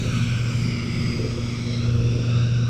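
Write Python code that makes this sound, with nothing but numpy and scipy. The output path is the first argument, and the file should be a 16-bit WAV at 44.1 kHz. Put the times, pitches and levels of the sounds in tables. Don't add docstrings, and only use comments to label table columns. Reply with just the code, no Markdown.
import sys
import numpy as np
from scipy import signal
from scipy.fft import rfft, irfft, next_fast_len
from scipy.io import wavfile
from scipy.ndimage import uniform_filter1d, map_coordinates

SR = 44100
rng = np.random.default_rng(int(sys.argv[2]) if len(sys.argv) > 2 else 0)


def persist_wave(psi):
    counts = np.round(np.clip(psi, -1, 1) * 32767).astype(np.int16)
    wavfile.write(sys.argv[1], SR, np.atleast_2d(counts).T)


N = 118629


def amp(db):
    return 10 ** (np.asarray(db) / 20)


def unit(x):
    return x / np.sqrt(np.mean(x ** 2) + 1e-20)


def curves(rows, t=None):
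    s, *cols = np.transpose(rows)
    if t is None:
        t = np.arange(N) / SR
    return [np.interp(t, s, c) for c in cols]


def wobble(rate):
    knots = rng.standard_normal(int(N * rate / SR) + 4)
    return map_coordinates(knots, [np.arange(N) * rate / SR])


def filtered(x, response):
    m = next_fast_len(N + 8192)
    gain = response(np.fft.rfftfreq(m, 1 / SR))
    return irfft(rfft(x, m) * gain, m)[..., :N]


def noise(points, white=None):
    f, v = np.transpose(points)
    if white is None:
        white = rng.standard_normal(N)

    def colour_gain(hz):
        return amp(np.interp(np.log(hz + 1), np.log(f + 1), v, -120, -120))

    return unit(filtered(white, colour_gain))


def patches(x, patchy_db, size):
    z = signal.stft(x, nperseg=512)[2]
    field = uniform_filter1d(rng.standard_normal(z.shape), size[0], 0)
    field = uniform_filter1d(field, size[1], 1)
    return signal.istft(z * amp(patchy_db * unit(field)), nperseg=512)[1][:N]


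def steady(colour):
    evenness = 0.5
    z = signal.stft(rng.standard_normal(N), nperseg=4096, noverlap=3072)[2]
    even = signal.istft(z / np.abs(z) ** evenness, nperseg=4096, noverlap=3072)[1][:N]
    return noise(colour, even)


def machinery():
    # t/s, deep level/dB, body level/dB, hollow low-mid level/dB, upper hollow level/dB
    rumble = [(0, -33, -31.5, -36.5, -51), (.06, -26.5, -30.5, -35.5, -39.5),
              (.2, -31.5, -26.5, -45, -50.5), (.4, -32.5, -32, -45, -46), (.65, -31.5, -27.5, -41.5, -49),
              (.8, -35.5, -31, -41, -49.5), (1.08, -30, -27, -38, -45.5), (1.3, -32, -34.5, -35.5, -45.5),
              (1.4, -30, -35.5, -45, -43), (1.55, -37, -35, -38.5, -52), (1.75, -34, -33.5, -45, -40.5),
              (1.95, -25.5, -33.5, -41, -41.5), (2.2, -30, -33.5, -34, -42), (2.28, -37, -33.5, -41, -37),
              (2.4, -30.5, -30.5, -47.5, -44.5), (2.69, -36, -32.5, -43, -46.5)]
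    # f/Hz, relative density/dB per Hz
    deep = [(12, -9), (16, -6), (45, -7.5), (62, -5), (78, -3), (95, 3), (110, -5.5), (135, -16.5)]
    body = [(100, -12.5), (128, -1.5), (145, 1), (157, -5), (169, 3.5), (183, -8), (220, -4), (260, -13.5),
            (320, -21.5)]
    hollow_low = [(220, -8.5), (265, 0.5), (320, -2.5), (370, -0.5), (420, -5.5), (500, -21.5)]
    hollow_high = [(370, -15), (430, -2), (490, 2), (560, -7), (630, -7), (720, -20), (850, -32)]
    rattle_db = 1.4

    def rattle(colour):
        return unit(amp(rattle_db * wobble(16)) * steady(colour))

    deep_db, body_db, low_db, high_db = curves(rumble)
    out = amp(deep_db) * steady(deep)
    out += amp(body_db) * steady(body)
    out += amp(low_db) * rattle(hollow_low)
    out += amp(high_db) * rattle(hollow_high)
    return out


def knocks():
    # t/s, level/dB
    hits = [(0.035, -26), (1.14, -30), (1.18, -17.5), (1.234, -15.5), (1.365, -22)]
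    # f/Hz, level/dB, 60 dB decay time/s
    modes = [(296, -6, .1), (355.6, 2, 0.12), (441.7, -6.5, 0.18), (500.3, -5, 0.14)]
    mode_scatter_db, pitch_scatter, rise_s = 1.5, 0.016, 0.012
    out = np.zeros(N + SR)
    t = np.arange(SR // 4) / SR
    soft_onset = 1 - np.exp(-t / rise_s)
    for s, db in hits:
        ring = np.zeros(len(t))
        for hz, level_db, t60 in modes:
            strength, detune = rng.standard_normal(2)
            decay = amp(level_db + mode_scatter_db * strength - 60 * t / t60)
            ring += decay * np.sin(2 * np.pi * hz * (1 + pitch_scatter * detune) * t)
        start = round(s * SR)
        out[start:start + len(t)] += amp(db) * ring * soft_onset
    return out[:N]


def brushes():
    # t/s, centre f/Hz, width/Hz, level/dB
    drifting_bands = [
        [(0, 1570, 90, -54), (.12, 1520, 90, -44.5), (.25, 1510, 70, -43.5), (.47, 1480, 90, -43.5),
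         (.62, 1450, 90, -59), (2.1, 1460, 91, -63), (2.35, 1530, 90, -49.5), (2.49, 1550, 80, -46.5),
         (2.55, 1480, 80, -46), (2.64, 1450, 80, -45)],
        [(0, 1390, 100, -49), (.15, 1270, 90, -41), (.3, 1270, 100, -52.5), (.48, 1275, 100, -44.5),
         (.7, 1290, 121, -50), (1, 1290, 129, -44), (1.3, 1260, 120, -49), (1.55, 1300, 101, -46.5),
         (1.68, 1280, 110, -55), (1.9, 1310, 120, -43.5), (2.1, 1350, 133, -51.5), (2.35, 1315, 99, -41.5),
         (2.52, 1280, 109, -52), (2.69, 1260, 100, -45)],
        [(0, 2430, 172, -44), (.15, 2430, 190, -40), (.5, 2400, 202, -39.5), (.7, 2220, 143, -41),
         (1.05, 2140, 130, -38.5), (1.22, 2200, 160, -43.5), (1.36, 2170, 171, -52), (1.55, 2250, 140, -41.5),
         (1.78, 2130, 130, -46), (1.95, 2240, 130, -56.5), (2.69, 2300, 130, -58.5)],
        [(0, 2830, 149, -46.5), (.2, 2970, 150, -45), (.6, 2940, 150, -47), (1, 2700, 200, -45),
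         (1.3, 2500, 170, -48.5), (1.6, 2560, 170, -57), (1.85, 2610, 124, -47), (2.3, 2640, 200, -43.5),
         (2.5, 2720, 200, -45), (2.69, 2700, 200, -47)],
        [(0, 3600, 149, -53), (.25, 3320, 130, -48), (.7, 3400, 150, -55.5), (1, 3300, 170, -46.5),
         (1.2, 3300, 130, -52.5), (1.45, 3370, 130, -47.5), (1.8, 3280, 130, -51.5), (2.05, 3500, 120, -49),
         (2.25, 3540, 170, -48), (2.43, 3770, 140, -43), (2.55, 3690, 131, -48.5), (2.69, 3820, 121, -46)],
        [(0, 3830, 150, -46.5), (.2, 3830, 180, -47.5), (.45, 3660, 150, -59), (1.4, 3800, 150, -67),
         (1.6, 3950, 150, -48), (1.77, 4000, 188, -42.5), (1.9, 4100, 200, -48), (1.97, 4200, 200, -56.5),
         (2.69, 4350, 200, -66)],
        [(0, 4430, 170, -47), (.3, 4360, 170, -52), (.45, 4970, 220, -50), (.65, 4870, 200, -43.5),
         (.9, 4930, 180, -44), (.97, 4960, 170, -39.5), (1.12, 4860, 172, -40.5), (1.35, 5000, 200, -45.5),
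         (1.7, 4960, 250, -49.5), (1.9, 5180, 201, -55.5), (2.25, 4970, 220, -48.5), (2.5, 4840, 200, -52),
         (2.69, 5060, 200, -55.5)],
        [(0, 5950, 220, -48), (.3, 5480, 300, -47.5), (.65, 5500, 250, -48.5), (.85, 5700, 250, -58),
         (1.3, 5600, 250, -53.5), (1.75, 5440, 200, -46), (1.92, 5630, 199, -51.5), (2.1, 5620, 180, -48),
         (2.4, 5540, 198, -49.5), (2.69, 5600, 248, -47.5)],
        [(0, 6740, 350, -51), (.3, 6360, 250, -57), (.6, 6240, 250, -56), (.8, 6400, 250, -71),
         (1.05, 6400, 300, -54), (1.35, 6600, 350, -54), (1.75, 6400, 300, -56), (2, 6480, 301, -69),
         (2.69, 6550, 300, -67)],
        [(0, 7500, 300, -55), (.3, 7600, 250, -54), (.58, 7350, 300, -49), (.76, 7300, 298, -59.5),
         (1, 7720, 250, -53), (1.35, 7960, 244, -59.5), (1.75, 7950, 300, -60), (2, 7300, 300, -66),
         (2.3, 7300, 250, -60), (2.69, 7300, 300, -64)],
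    ]
    # f/Hz, relative density/dB per Hz
    hiss = [(0, -43.5), (.5, -43.5), (1.2, -43.5), (1.7, -44.5), (2.2, -45), (2.69, -48)]
    hiss_colour = [(500, 3), (700, -1.5), (1000, 1.5), (1750, -2.5), (3000, 0.5), (4400, -2.5), (6000, -2),
                   (7000, -14.5), (8500, -15.5), (9500, -34), (10500, -45)]
    # f/Hz, relative density/dB per Hz
    treble_level = [(0.0, -57.5), (0.08, -55), (0.49, -58.5), (0.63, -56), (0.77, -63), (0.98, -58.5),
                    (1.18, -61.5), (2.31, -67), (2.69, -70.5)]
    air = [(4880, -20), (8300, -4.5), (9230, -6), (9900, -13.5), (11400, -11.5), (15000, -20)]
    skirt = 5

    grain = amp(1.12 * wobble(14) + 0.39 * wobble(120))
    scratch = unit(rng.standard_normal(N) * grain)
    hz, t, z = signal.stft(scratch, SR, nperseg=1024)
    power = 0
    for band in drifting_bands:
        centre_hz, width_hz, db = curves(band, t)
        bell = (1 + ((hz[:, None] - centre_hz) / width_hz) ** 2 / skirt) ** -skirt
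        power = power + amp(db) ** 2 * bell / bell.mean(0)
    bands = signal.istft(z * np.sqrt(power), SR, nperseg=1024)[1][:N]

    broad = amp(curves(hiss)[0]) * noise(hiss_colour)
    treble = amp(curves(treble_level)[0]) * noise(air)
    out = patches(bands + broad, patchy_db=0.7, size=(2, 16))
    return out + patches(treble, patchy_db=2.5, size=(6, 40))


def engine():
    # t/s, fundamental/dB rms, second/dB rms, third/dB rms, fourth/dB rms
    lower_orders = [(0, -31, -37.5, -56, -63), (.11, -25.5, -33.5, -54, -65), (.26, -23, -32.5, -60, -60),
                    (.36, -22, -54, -57, -65), (.5, -24.5, -38.5, -51, -67), (.6, -24, -35.5, -54, -62),
                    (.85, -29, -32.5, -51, -68), (1.1, -28, -32.5, -43, -61), (1.3, -28, -34.5, -45, -50),
                    (1.58, -29.5, -34, -52.5, -55), (1.8, -23.5, -31, -47.5, -51),
                    (2.0, -21, -32.5, -43, -42), (2.2, -23, -36, -45, -45), (2.38, -19, -37.5, -49.5, -47),
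                    (2.69, -20.5, -40, -56, -61)]
    # multiple of the firing rate, level/dB rms
    upper_orders = [(5, -58.5), (6, -65.5)]
    start_hz = 118.36
    speed_up_s, speed_up_hz_per_s = 2.18, 2.23
    first_waver_db, second_waver_db, order_waver_db = 0.87, 0.8, 2.0

    first_db, second_db, third_db, fourth_db = curves(lower_orders)
    climb_s = np.clip(np.arange(N) / SR - speed_up_s, 0, None)
    rate_hz = start_hz + speed_up_hz_per_s * climb_s
    turn = 2 * np.pi * np.cumsum(rate_hz) / SR
    out = amp(first_db + first_waver_db * wobble(24.77)) * np.sin(turn)
    out += amp(second_db + second_waver_db * wobble(28.03)) * np.sin(2 * turn + 3.15)
    for k, db in [(3, third_db), (4, fourth_db)] + upper_orders:
        level = amp(db + order_waver_db * wobble(10.05))
        out += level * np.sin(k * turn + rng.uniform(0, 2 * np.pi))
    return np.sqrt(2) * out


def scene():
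    side_db = -30
    mid = machinery() + knocks() + brushes() + engine()
    z = signal.stft(mid, SR, nperseg=1024)[2]
    scrambled = z * np.exp(2j * np.pi * rng.random(z.shape))
    side = amp(side_db) * signal.istft(scrambled, SR, nperseg=1024)[1][:N]
    return np.array([mid + side, mid - side])


def record(dry):
    top_hz = 15176
    return filtered(dry, lambda hz: hz < top_hz)


dry = scene()
out = record(dry)
persist_wave(out)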